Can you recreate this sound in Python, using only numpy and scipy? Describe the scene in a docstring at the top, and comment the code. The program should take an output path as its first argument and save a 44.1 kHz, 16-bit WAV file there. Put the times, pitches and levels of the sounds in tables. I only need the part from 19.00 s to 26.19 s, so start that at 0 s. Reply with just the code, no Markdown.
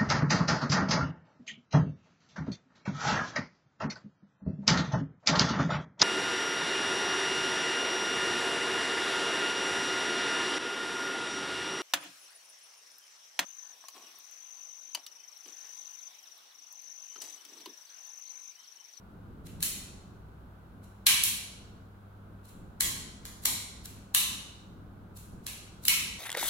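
"""Snapping a small circuit breaker in a bare room

The two stiff plastic handles of a small hand-held circuit breaker are snapped on and off in a ringing room.
Each snap is a short slide of the latch, a hard stop and a bounce: noise bursts filtered by the case resonances.
Springing off adds a dull thud of low noise; between snaps a handle ticks lightly under the finger.
Under it lie a low ventilation rumble with a wide hiss, both shaped noise, and a faint mains hum of sine tones.
"""
import sys
import numpy as np
from scipy import signal
from scipy.fft import rfft, irfft
from scipy.io import wavfile
from scipy.ndimage import uniform_filter1d

SR = 44100
rng = np.random.default_rng(int(sys.argv[2]) if len(sys.argv) > 2 else 0)


def wav_out(sig):
    """Save sig, one row per channel (or a flat mono array), as 16-bit PCM at SR to the path in sys.argv[1]."""
    wavfile.write(sys.argv[1], SR, np.round(np.clip(np.atleast_2d(sig).T, -1, 1) * 32767).astype(np.int16))


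N = 317079
TIME = np.arange(N) / SR
RING = 2 ** 16  # samples in the buffer of one click
BEFORE = SR // 10  # samples of that buffer ahead of the blow
RING_HZ = np.arange(RING // 2 + 1) * SR / RING
TOP_HZ = 15900  # upper edge of the microphone's band


def undb(db):
    """Amplitude gain is ten to the power of decibels over twenty."""
    return 10 ** (np.asarray(db) / 20)


def along(points, hz):
    """Interpolate (Hz, value) points linearly over log frequency."""
    point_hz, value = np.transpose(points)
    return np.interp(np.log(np.maximum(hz, 1)), np.log(point_hz), value)


def walk(rate_hz, size=N):
    """Smoothed random process: held random levels, averaged twice and scaled to unit spread."""
    hold = max(int(SR / rate_hz), 1)
    steps = np.repeat(rng.standard_normal(size // hold + 1), hold)
    smooth = uniform_filter1d(uniform_filter1d(steps, hold), hold)[:size]
    return smooth / smooth.std()


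def causal(gain):
    """Minimum phase: folding the cepstrum gives this magnitude a response that rings only after the blow."""
    cepstrum = irfft(np.log(np.maximum(gain, 1e-6)))
    cepstrum[1:RING // 2] *= 2
    cepstrum[RING // 2 + 1:] = 0
    return np.exp(rfft(cepstrum))


# Spectrum of ventilation and air: pitch_hz [Hz], level_db [dB per Hz]
AIR_SPECTRUM = [(20, -80.5), (60, -73.5), (120, -78.5), (170, -75), (250, -80), (400, -86), (550, -89.5),
                (1000, -91.5), (1500, -92), (1800, -104), (2600, -108), (4000, -111), (5200, -118),
                (8500, -120), (11000, -117)]
# Likeness of the air at the two ears: pitch_hz [Hz], correlation [-1 to 1]
EAR_CORRELATION = [(25, 0.38), (60, 0.68), (130, .93), (300, 0.92), (500, 0.35), (1000, 0)]
# Slow swell of the rumble, used relative to its mean: start_s [s], level_db [dB]
RUMBLE_SWELL = [(0.0, -47.5), (0.9, -46.5), (1.4, -49.5), (2.3, -48.0), (2.9, -51.0), (3.7, -48),
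                (4.2, -48), (4.7, -48), (5.5, -48.0), (6.2, -47), (7.19, -47.0)]


def ventilation(flutter_db=2.22, flutter_rate_hz=11, rumble_hz=450, air_db=0):
    """Partly coherent diffuse noise: a swelling low rumble, more alike at the ears, under a smooth wide hiss."""
    hz = np.arange(N // 2 + 1) * SR / N
    # Shared and opposed noise, mixed to the wanted correlation
    mid, side = rfft(rng.standard_normal((2, N)))
    alike = np.clip(along(EAR_CORRELATION, hz), -.99, .99)
    opposed = np.array([[1], [-1]]) * side * np.sqrt((1 - alike) / 2)
    ears = mid * np.sqrt((1 + alike) / 2) + opposed
    air = ears * undb(air_db + along(AIR_SPECTRUM, hz)) * np.sqrt(SR / 2)

    low_share = 1 / (1 + (hz / rumble_hz) ** 4)
    rumble = irfft(air * low_share, N)
    hiss = irfft(air * (1 - low_share), N)
    swell_db = np.interp(TIME, *np.transpose(RUMBLE_SWELL))
    swell_db = swell_db - swell_db.mean() + flutter_db * walk(flutter_rate_hz)
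    return rumble * undb(swell_db) + hiss


# Hum tones: pitch_hz [Hz], level_db [dB RMS, before wavering]
HUM_TONES = [(60, -60.5), (100, -57.5), (199, -63)]


def hum(waver_db=2, drift_rad=0.51):
    """Sum of sinusoids with slow random amplitude and phase modulation, the same at both ears."""
    total = np.zeros(N)
    for pitch_hz, level_db in HUM_TONES:
        amplitude = np.sqrt(2) * undb(level_db + waver_db * walk(4.9))
        total += amplitude * np.sin(2 * np.pi * pitch_hz * TIME + drift_rad * walk(4.5))
    return total


# Reverberation time of the room: pitch_hz [Hz], t60_s [s]
ROOM_DECAY = [(700, 0.81), (1850, 0.72), (3200, 0.85), (6000, 0.73), (10000, 0.57), (13500, 0.37),
              (16000, .4)]


def room(seconds, build_s=0.0029, bend=1.087, flutter_db=0.28, flutter_rate_hz=130):
    """Diffuse reverberation: band noise, unrelated at the ears, builds quickly and decays, top treble soonest."""
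    noise = rfft(rng.standard_normal((2, RING)))
    centres = np.linspace(500, TOP_HZ, 9)
    tail = np.zeros((2, RING))
    for centre, weights in zip(centres, np.eye(len(centres))):
        band = irfft(noise * np.interp(RING_HZ, centres, weights))
        fade_db = -60 * (seconds / along(ROOM_DECAY, centre)) ** bend
        tail += band * undb(fade_db)
    build = 1 - np.exp(-seconds / build_s)
    return tail * build * undb(flutter_db * walk(flutter_rate_hz, RING))


# Spectrum of the dull thud of the case in the hand: pitch_hz [Hz], level_db [dB, relative]
THUD_SPECTRUM = [(25, -5), (70, 4.5), (130, -1.5), (260, -4), (450, -20), (800, -31)]
THUD_DB, THUD_RISE_S, THUD_FALL_S = -17, 0.045, 0.044  # gain added to the snap's; time constants


def thud():
    """Low-frequency impulse response: the jolt in the hand booms, builds and dies, alike at both ears."""
    seconds = np.maximum(np.arange(RING) - BEFORE, 0) / SR
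    below_top = RING_HZ < THUD_SPECTRUM[-1][0]
    boom = irfft(rfft(rng.standard_normal(RING)) * undb(along(THUD_SPECTRUM, RING_HZ)) * below_top)
    envelope = (1 - np.exp(-seconds / THUD_RISE_S)) ** 2 * np.exp(-seconds / THUD_FALL_S)
    return boom / boom.std() * envelope / envelope.max()


# Moves, each striking the case at another place, in the order of the level columns below:
# both poles trip, one snaps off, one snaps on, the other latches, a finger flicks a handle
MOVE_NAMES = ["trip", "off", "on", "latch", "flick"]
# Case resonances: pitch_hz [Hz], width_hz [Hz],
# trip_db, off_db, on_db, latch_db, flick_db [dB, peak before the brightness tilt]
CASE_MODES = [ (1076, 330, -1.5, -3, -1, 0.5, -7), (1305, 140, -13, -24.5, -5, 4, -8),
              (1655, 260, 1, -2.5, -3, -2.5, -3), (2024, 404, -2, 2, -3, 3, -1.5),
              (2280, 370, 6, 0.5, .5, 9.5, -1), (2670, 450, 5.5, -5.5, 5.5, 10, 2),
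              (2980, 330, 7, 3.5, 9, 10.5, 0), (3290, 395, 5, 5, -4, -1, 0),
              (3730, 600, 1.5, -6.5, 5.5, 1.5, -3), (4150, 930, 4, 5, 3, 3, 2.5),
              (5650, 1062, -1, -.5, -1.5, 1, -1.5), (7240, 2800, -.5, 7.5, 1.5, -1, 3),
              (10020, 1670, 1, 6.5, 2.5, -1, 4), (11200, 5600, -3, 5, 2.5, -2, 0.5),
              (13200, 4900, -6, 4.5, -0.5, -6, 1), ]


def case(move, bright_db, knock_db=-27):
    """Modal resonance: damped plastic modes over a weak broad knock, tilted brighter by a harder contact."""
    column = MOVE_NAMES.index(move)
    power = undb(knock_db) ** 2 / (1 + (RING_HZ / 1500) ** 2)
    for pitch_hz, width_hz, *move_db in CASE_MODES:
        detuning = 2 * (RING_HZ - pitch_hz) / width_hz
        power = power + (undb(move_db[column]) / (1 + detuning ** 2)) ** 2
    octaves = np.log2(np.maximum(RING_HZ, 300) / 5000)  # the tilt pivots at 5 kHz
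    return causal(np.sqrt(power) * undb(bright_db * octaves))


def contact(envelope, grit=0.24):
    """Stochastic excitation: a dense burst of tiny uneven impacts, different at each ear."""
    unevenness = np.exp(grit * rng.standard_normal((2, RING)))
    burst = rng.standard_normal((2, RING)) * unevenness * envelope
    # Give each ear the energy of the envelope
    return burst * np.sqrt(np.sum(envelope ** 2) / np.sum(burst ** 2, axis=1, keepdims=True))


def sliding(ms, lead_ms, fall_ms=1.8, gather=1.2):
    """Accelerating friction: the envelope of the latch gathering speed just before the stop."""
    before = np.abs(ms / max(lead_ms, .5)) ** gather
    return np.exp(-np.where(ms < 0, before, ms / fall_ms))


def stop(ms, rise_ms=0.18, fall_ms=0.95):
    """Impact: exponential rise and decay as a lever meets its stop."""
    return np.exp(-np.maximum(-ms / rise_ms, ms / fall_ms))


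def rattle(share, spread_ms=5, count=10):
    """Comb filtering: spring and contacts clatter for a few ms, so each click's room tail differs in colour."""
    share = np.clip(share, 0, 1)
    delays = 1 + (rng.exponential(spread_ms, count) * SR / 1000).astype(int)
    sizes = rng.standard_normal(count)
    taps = np.bincount(delays, sizes * np.sqrt(share / np.sum(sizes ** 2)), RING)
    return np.sqrt(1 - share) + rfft(taps)


# Colour of the direct path against the room; a reflection off the table hollows the middle:
# pitch_hz [Hz], level_db [dB]
DIRECT_COLOUR = [(1000, -3), (1650, 4.5), (2300, -4.5), (3200, -1.5), (4000, 4), (4900, 2.5), (6500, 0.5),
                 (10000, 2), (14000, 1.5)]


def click(move, bright_db, stop_db, lead_ms, bounce_ms, bounce_db, slide_db=3, room_db=0, clatter=0.23):
    """Source and filter: slide, stop and bounce excite the case, heard directly and through the room."""
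    ms = (np.arange(RING) - BEFORE) * 1000 / SR  # zero at the blow
    slide = undb(slide_db) * contact(sliding(ms, lead_ms))
    bounce = undb(bounce_db) * contact(stop(ms - bounce_ms))
    blows = undb(stop_db) * (contact(stop(ms)) + bounce)
    direct = rfft(slide + blows) * undb(along(DIRECT_COLOUR, RING_HZ))
    tail = undb(room_db) * room(np.maximum(ms, 0) / 1000)
    reverberant = rfft(tail) * rattle(clatter)
    return irfft((direct + reverberant) * case(move, bright_db))


def add(out, start_s, sound):
    """Superposition: add a sound so that its blow falls at start_s."""
    start = int(start_s * SR) - BEFORE
    out[:, start:start + RING] += sound


# Snaps of the handles: start_s [s], level_db [dB, gain of the whole click], move [name],
# bright_db [dB per octave], stop_db [dB, gain of stop and bounce against the room],
# bounce_ms [ms after the stop], bounce_db [dB against the stop]
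HANDLE_SNAPS = [ (0.6062, -47, "flick", -2, 8, 3, -11), (0.6282, -29, "flick", 1.4, 10.5, 6.7, -3.5),
                (2.0682, -17, "trip", 1.5, 8, 2.7, -4), (2.0726, -29, "trip", -0.2, 14.5, 1.6, -11.5),
                (2.2369, -26, "trip", 5.5, 5, 1.3, 4), (3.8078, -28.3, "off", -1.4, 11.5, 1.6, -4),
                (4.254, -47.5, "off", -3, 13.5, 6.4, -7), (4.4552, -28.2, "off", -1.6, 11.5, 2.1, 0),
                (5.1489, -22.5, "on", 0.7, 11, 4.5, -10), (6.4668, -37.3, "flick", -1.7, 10, 1, -2),
                (6.8532, -36, "on", 2.5, 11, 1.9, -13), (6.8817, -31, "latch", 4.5, 13, 0.96, 4),
                (6.8832, -21.5, "latch", 2.5, 10.5, 3.7, -13), ]
SNAP_LEAD_MS = 2.56  # time constant of the slide as a released spring throws the lever at its stop
# Light ticks of a handle moved slowly under the finger, some just ahead of a snap:
# start_s [s], level_db [dB, gain of the whole click], bright_db [dB per octave],
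# stop_db [dB, gain of stop and bounce against the room]
FINGER_TICKS = [ (0.4690, -54, -3, 10.5), (1.8430, -63.5, -1.5, 11), (3.4570, -60.5, -1, -1),
                (3.492, -61.5, 0.5, 9), (4.438, -50.5, -0.5, 10), (4.8570, -47.5, -1.5, 15.5),
                (6.1740, -52.5, 1.5, 3), (6.447, -63.5, -2.5, 2), (6.838, -55.5, 1, 14), ]
TICK_LEAD_MS, TICK_BOUNCE_MS, TICK_BOUNCE_DB = 11, 2.45, -2  # a long slide and a quick bounce


def breaker():
    """Shared mechanism: quick snaps and slow ticks are one kind of click; springing off also jolts the case."""
    out = np.zeros((2, N + RING))
    for start_s, level_db, move, bright_db, stop_db, bounce_ms, bounce_db in HANDLE_SNAPS:
        snap = click(move, bright_db, stop_db, SNAP_LEAD_MS, bounce_ms, bounce_db)
        add(out, start_s, undb(level_db) * snap)
        if move == "off":
            add(out, start_s, undb(level_db + THUD_DB) * thud())
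    for start_s, level_db, bright_db, stop_db in FINGER_TICKS:
        tick = click("flick", bright_db, stop_db, TICK_LEAD_MS, TICK_BOUNCE_MS, TICK_BOUNCE_DB)
        add(out, start_s, undb(level_db) * tick)
    return out[:, :N]


def scene():
    """Superposition of the ventilation, the hum and the breaker."""
    return ventilation() + hum() + breaker()


def record(dry):
    """Band limiting: the microphone cuts the very top with a steep elliptic low-pass."""
    low_pass = signal.ellip(8, .2, 70, TOP_HZ, fs=SR, output="sos")
    return signal.sosfilt(low_pass, dry)


dry = scene()
out = record(dry)
wav_out(out)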